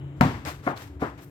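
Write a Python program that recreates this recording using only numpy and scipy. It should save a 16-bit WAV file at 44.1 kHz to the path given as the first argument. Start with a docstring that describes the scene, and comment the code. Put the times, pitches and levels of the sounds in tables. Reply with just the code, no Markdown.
"""A low rumble, a distant idling engine, a thin whine and a faint insect band run under a player's shoes.
The player slaps a ball hanging from a wooden frame in a concrete yard, then shuffles; two hollow knocks follow.
Ball and knocks are sums of dying tones, with noise tails for the yard; house walls echo the blows.
Scuffs, rumble, whine and insects are shaped noise; the engine is a stack of sine waves.
A phone listens, its left port nearer to the play."""
import sys
import numpy as np
from scipy import signal
from scipy.fft import rfft, irfft
from scipy.io import wavfile
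from scipy.ndimage import uniform_filter1d

SR = 44100
rng = np.random.default_rng(int(sys.argv[2]) if len(sys.argv) > 2 else 0)


def inscribe(sig):
    """Save sig as 16-bit PCM at rate SR to the path in sys.argv[1].

    A 1-D sig is mono; a 2-D sig holds one channel per row.
    Samples are clipped to [-1, 1] before scaling.
    """
    pcm = np.round(np.clip(np.atleast_2d(sig).T, -1, 1) * 32767)
    wavfile.write(sys.argv[1], SR, pcm.astype(np.int16))


def undo_db(level):
    """Turn decibels back into plain size, where 20 dB means ten times bigger."""
    steps = np.asarray(level, float) / 20
    return 10 ** steps


N = 57330  # length in samples
HZ = np.maximum(np.fft.rfftfreq(N, 1 / SR), 1)  # frequency of each spectrum bin, at least 1 Hz
T = np.arange(N) / SR  # time in s


def read(table, hz=HZ):
    """Reads a (f/Hz, value) table, with straight lines between its points on a log-frequency axis."""
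    points = np.array(table, float)
    return np.interp(np.log(hz), np.log(points[:, 0]), points[:, 1])


def unit(x):
    """Scales a signal to rms 1."""
    return x / np.sqrt(np.mean(x ** 2))


def diffuse(spectrum, source=None):
    """Coloured noise from all around: partly alike at the two ports; returns spectra of rms 1."""
    # how alike diffuse sound is at the two ports: [f/Hz, likeness 0-1]
    likeness = [(60, 0.97), (300, 0.93), (800, 0.84), (2500, 0), (8000, 0.16)]
    first, second = (rfft(rng.standard_normal(N) if source is None else source()) for _ in range(2))
    shared = np.clip(read(likeness), 0, 1)
    right = shared * first + np.sqrt(1 - shared ** 2) * second
    coloured = np.array([first, right]) * undo_db(read(spectrum))
    return rfft(unit(irfft(coloured, N)))


def bands(spectra, shape):
    """Splits noise into overlapping half-octave bands and gives each the envelope shape(hz)."""
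    out = 0
    for octave in np.arange(9, 29) / 2:  # log2 of the band centre in Hz
        weight = np.clip(1 - 2 * np.abs(np.log2(HZ) - octave), 0, 1)
        out = out + irfft(spectra * weight, N) * shape(2 ** octave)
    return out


def fade(start, rise, t60, hold=0.):
    """Envelope with an exponential rise and fall; the fall begins hold s after the start, 60 dB per t60."""
    since = np.maximum(T - start, 0)
    return (1 - np.exp(-since / rise)) * undo_db(-60 * np.maximum(since - hold, 0) / t60)


def walk(rate):
    """A slow random curve of rms 1: levels held for 1 / rate s, then smoothed twice."""
    hold = int(SR / rate)  # samples
    levels = np.repeat(rng.standard_normal(N // hold + 1), hold)
    smooth = uniform_filter1d(uniform_filter1d(levels, hold), hold)
    return unit(smooth[:N])


def narrow(hz, width_hz, channels=1):
    """Noise of rms 1 in a narrow bell-shaped band; width_hz is from the centre to 1/e of its height."""
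    bell = np.exp(-((HZ - hz) / width_hz) ** 2)
    return unit(irfft(rfft(rng.standard_normal((channels, N))) * bell, N))


def ring(blows, modes_hz, modes, push):
    """Each blow starts every mode, which swells with a time constant of push cycles and dies away.

    Hard blows are brighter: their tilt raises modes above 500 Hz and lowers those below."""
    out = np.zeros(N)
    for at, db, tilt_db in blows:
        since = np.maximum(T - at, 0)
        for hz, (mode_db, t60) in zip(modes_hz, modes):
            start_db = db + mode_db + tilt_db * np.log2(hz / 500)
            swell = 1 - np.exp(-since * hz / push)
            out += undo_db(start_db - 60 * since / t60) * swell * np.sin(2 * np.pi * hz * since)
    return out


def rumble(fall_db):
    """Receding noise whose bands swell together and also flicker each on their own."""
    # colour of the rumble: [f/Hz, relative level per Hz/dB]
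    colour = [(30, -3.5), (60, -9), (100, -5), (150, -9), (230, -18.5), (330, -12), (500, -22), (800, -27),
              (1500, -33.5), (3000, -42.5), (3800, -45), (4500, -60.5), (8000, -55), (16000, -64)]
    level_db, swell_db, flicker_db = -39, 2, 0.5  # swell and flicker are rms
    swell = walk(1.43)
    noise = bands(diffuse(colour), lambda hz: undo_db(swell_db * swell + flicker_db * walk(9.3)))
    return undo_db(level_db + fall_db) * noise


def engine(waver_db):
    """The far engine: sine waves at multiples of a firing rate that wavers and creeps up."""
    # which multiples of the firing rate are heard: [multiple]
    orders = [3, 4, 5, 6, 10, 11, 13]
    # each multiple's loudness: [level at the start/dB, change/dB per s]
    levels = [(-49, -5), (-53, 0), (-42, -7), (-50, -6), (-59, 7), (-49, -10), (-57, -2)]
    rate_hz, creep_hz_per_s, waver_hz = 27.75, .65, .08
    firing_hz = rate_hz + creep_hz_per_s * T + waver_hz * walk(6.4)
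    turn = 2 * np.pi * np.cumsum(firing_hz) / SR  # phase in radians
    out = 0
    for order, (start_db, db_per_s) in zip(orders, levels):
        level = undo_db(start_db + db_per_s * T + waver_db * walk(7.48))
        out = out + level * np.sin(order * turn + 2 * np.pi * rng.random())
    return out


def whine():
    """A thin whine, made of narrow-band noise that fades steadily."""
    level_db, db_per_s = -65, -38
    return undo_db(level_db + db_per_s * T) * narrow(2960, 240)


def insects(fall_db, waver_db):
    """A thin insect band: narrow noise, separate at each port, that wavers and slowly fades."""
    level_db = -77
    return undo_db(level_db + fall_db + waver_db * walk(19.5)) * narrow(7130, 320, channels=2)


def background():
    """Rumble and insects fade at one pace, beside the engine and the whine."""
    fall_db = -5.5 * T  # dB per s times s
    waver_db = 3.5  # rms, for engine and insects
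    return rumble(fall_db) + engine(waver_db) + whine() + insects(fall_db, waver_db)


def scuffs():
    """Soles scuffing on grit: crushed grains over a smooth rub, with a level that flickers."""
    # slides: [start t/s, rise/s, hold/s, fall t60/s, level/dB, brightness/dB per octave around 4000 Hz]
    slides = [(0.163, .002, .03, .2, -63, 2), (0.449, 0.0017, 0.04, 0.13, -38.5, 0),
              (0.467, 0.016, 0.028, 0.38, -40, 1.5), (0.624, 0.043, 0.05, 0.29, -42, 0),
              (0.758, 0.0089, 0.025, 0.48, -43.5, 1.6), (0.795, 0.042, 0.029, 0.18, -44.5, 2.9),
              (0.994, 0.022, 0.033, 0.43, -42, -0.3), (1.174, 0.0042, 0.0088, 0.31, -51.5, -0.5),
              (1.203, 0.014, 0.012, 0.54, -64, 12)]
    # colour of the grit: [f/Hz, relative level per Hz/dB]
    colour = [(240, -42), (400, -3.5), (1200, -2.5), (1930, -9), (3020, -13.5), (4730, -17), (9610, -23),
              (12700, -26), (16000, -30.5)]
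    grains_per_s, smooth_share = 10000, 0.64

    def grit():
        grains = (rng.random(N) < grains_per_s / SR) * rng.standard_normal(N)
        return unit(grains) + smooth_share * rng.standard_normal(N)

    def shape(hz):
        return sum(undo_db(db + tilt_db * np.log2(hz / 4000)) * fade(at, rise, t60, hold)
                   for at, rise, hold, t60, db, tilt_db in slides)

    return bands(diffuse(colour, grit), shape) * undo_db(1.6 * walk(70))  # flicker of 1.6 dB rms


def slap():
    """The hand makes the ball ring and its skin crack; walls echo it and the yard adds a noise tail."""
    # hand on the ball, then its echoes from the walls: [t/s, level/dB, hardness/dB per octave]
    blows = [(.2101, -11, 4.5), (.2111, -14, 3.5), (.2151, -27.5, -7), (.2361, -29, 6), (.2491, -26, -1),
             (.2758, -30, 0)]
    # pitches of the ball's modes: [f/Hz]
    ball_hz = [103, 140, 182, 232, 264, 738, 924, 1060, 1345, 2460]
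    # how each mode rings: [level/dB, t60/s]
    ball = [(-15, 0.45), (7, 0.27), (6.5, 0.076), (10.5, 0.0462), (-2.5, 0.19), (-9.5, 0.15), (-13, 0.12),
            (-1, 0.016), (-8, 0.038), (-13, 0.015)]
    # colour of the crack: [f/Hz, relative level per Hz/dB]
    crack_colour = [(1500, 18), (3000, -6), (6000, -7.5), (9500, -10.5), (13000, -9.5), (16000, -21)]
    # colour of the yard's tail: [f/Hz, relative level per Hz/dB]
    tail_colour = [(29, -45), (55, -5.5), (110, -4), (203, -9), (264, -3.5), (410, -13), (1020, -9.5),
                   (1240, -15.5), (2490, -25.5), (16000, -51.5)]
    # how long the tail lasts: [f/Hz, t60/s]
    tail_t60 = [(100, 0.72), (500, 0.35), (2000, 0.52), (12000, 0.56)]
    crack_db, crack_rise_s, crack_hold_s, crack_t60_s = -8.5, .0008, .0018, .005
    tail_db, tail_rise_s, push_cycles = -18, 0.0012, .46
    at = blows[0][0]
    # the crack begins just before the ring
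    crack_shape = fade(at - crack_rise_s, crack_rise_s, crack_t60_s, crack_hold_s)
    crack = undo_db(crack_db) * irfft(diffuse(crack_colour), N) * crack_shape
    tail = bands(diffuse(tail_colour), lambda hz: fade(at, tail_rise_s, read(tail_t60, hz)))
    return ring(blows, ball_hz, ball, push_cycles) + crack + undo_db(tail_db) * tail


def steps():
    """Grit cracks under a sole as noise ticks; the frame and body weight in the ground thud softly."""
    # grit cracking: [t/s, level/dB, f/Hz, width from centre to 1/e/octaves]
    ticks = [(0.451, -26.5, 4570, 0.97), (.478, -53, 1800, 0.72), (0.514, -59, 12840, .4),
             (.766, -37, 4020, 0.29), (0.776, -33, 4020, 0.34), (0.997, -38, 1190, 0.47),
             (1.245, -42, 12100, 0.8)]
    # thuds of the frame after the slap and of body weight: [t/s, level/dB, f/Hz]
    thuds = [(.238, -18.5, 104), (0.456, -32, 76.4), (0.469, -26, 290), (0.537, -38, 58.5),
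             (0.89, -32.5, 71.4), (0.949, -30, 71.6), (1.078, -34.5, 65)]
    tick_rise_s, tick_t60_s = .0001, 0.006
    push_cycles, t60_cycles = 1.0, 24
    out = np.zeros((2, N))
    noise = diffuse([(100, 0), (20000, 0)])  # even at all frequencies
    for at, db, hz, octaves in ticks:
        bell = np.exp(-(np.log2(HZ / hz) / octaves) ** 2)
        tick = unit(irfft(noise * bell, N))
        out += undo_db(db) * tick * fade(at, tick_rise_s, tick_t60_s)
    for at, db, hz in thuds:
        out += ring([(at, db, 0)], [hz], [(0, t60_cycles / hz)], push_cycles)
    return out


def knocks():
    """Each hollow knock is a short run of contacts that ring, and the yard answers with a slower tail."""
    # contacts: [t/s, level/dB, hardness/dB per octave]
    contacts = [(.6659, -26.5, 7), (.6664, -22, -3), (.6694, -16, -7), (.6751, -14.5, 5), (1.018, -26.5, 5),
                (1.023, -15.5, -7), (1.0272, -22, .5), (1.0332, -29, 7)]
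    # pitches of the hollow modes: [f/Hz]
    hollow_hz = [175, 280, 433, 522, 733, 1090, 1390, 1684, 2118]
    # how each mode rings: [level/dB, t60/s]
    hollow = [(-6, 0.026), (3, 0.028), (2.1, 0.032), (-8, 0.062), (0.6, 0.031), (2, 0.013), (-16, 0.075),
              (-17.5, 0.029), (-21.5, .04)]
    # colour of the yard's answer: [f/Hz, relative level per Hz/dB]
    tail_colour = [(47, -33), (80, -15), (136, -1), (182, -6.5), (283, -5.5), (520, -8.5), (1050, -7.5),
                   (3470, -36.5), (16000, -103)]
    # when the yard answers: [t/s, level/dB]
    answers = [(0.677, -21), (1.028, -22.5)]
    # how long the answer lasts: [f/Hz, t60/s]
    tail_t60 = [(200, 0.23), (1000, 0.24), (8000, 0.36)]
    tail_rise_s, push_cycles = 0.011, .67

    def shape(hz):
        return sum(undo_db(db) * fade(at, tail_rise_s, read(tail_t60, hz)) for at, db in answers)

    return ring(contacts, hollow_hz, hollow, push_cycles) + bands(diffuse(tail_colour), shape)


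def scene():
    """All sources as they reach the phone."""
    return slap() + knocks() + steps() + scuffs() + background()


def roll_off(x):
    """The treble ends steeply here."""
    return signal.sosfilt(signal.butter(12, 16740, fs=SR, output="sos"), x)


def record(dry):
    """The microphone cuts the deep bass; the phone body colours the ports, and the right one hears later."""
    # colour of the microphone: [f/Hz, level/dB]
    mic = [(5000, -0.47), (8200, -1), (9600, -7), (11000, -2.5), (13000, 1.5), (16000, -4.5)]
    # balance of the ports: [f/Hz, left minus right level/dB]
    balance = [(60, 2), (300, 2), (1000, 5), (2000, 10.5), (4500, 1.5), (9000, -3), (14000, 6)]
    low_hz, right_lag_s = 51.5, 0.00023
    side = np.array([[1], [-1]]) / 2  # left, right
    lag = np.exp(2j * np.pi * HZ * right_lag_s * (side - .5))  # delays the right port only
    colour = undo_db(read(mic) + read(balance) * side)
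    bass_cut = signal.butter(3, low_hz, "high", fs=SR, output="sos")
    cut = signal.sosfiltfilt(bass_cut, dry)  # run forwards and backwards
    cut = cut * np.minimum((T[-1] - T) * 1000, 1)  # fade out over the last 1 ms
    return roll_off(irfft(rfft(cut) * (colour * lag), N))


dry = scene()
out = record(dry)
inscribe(out)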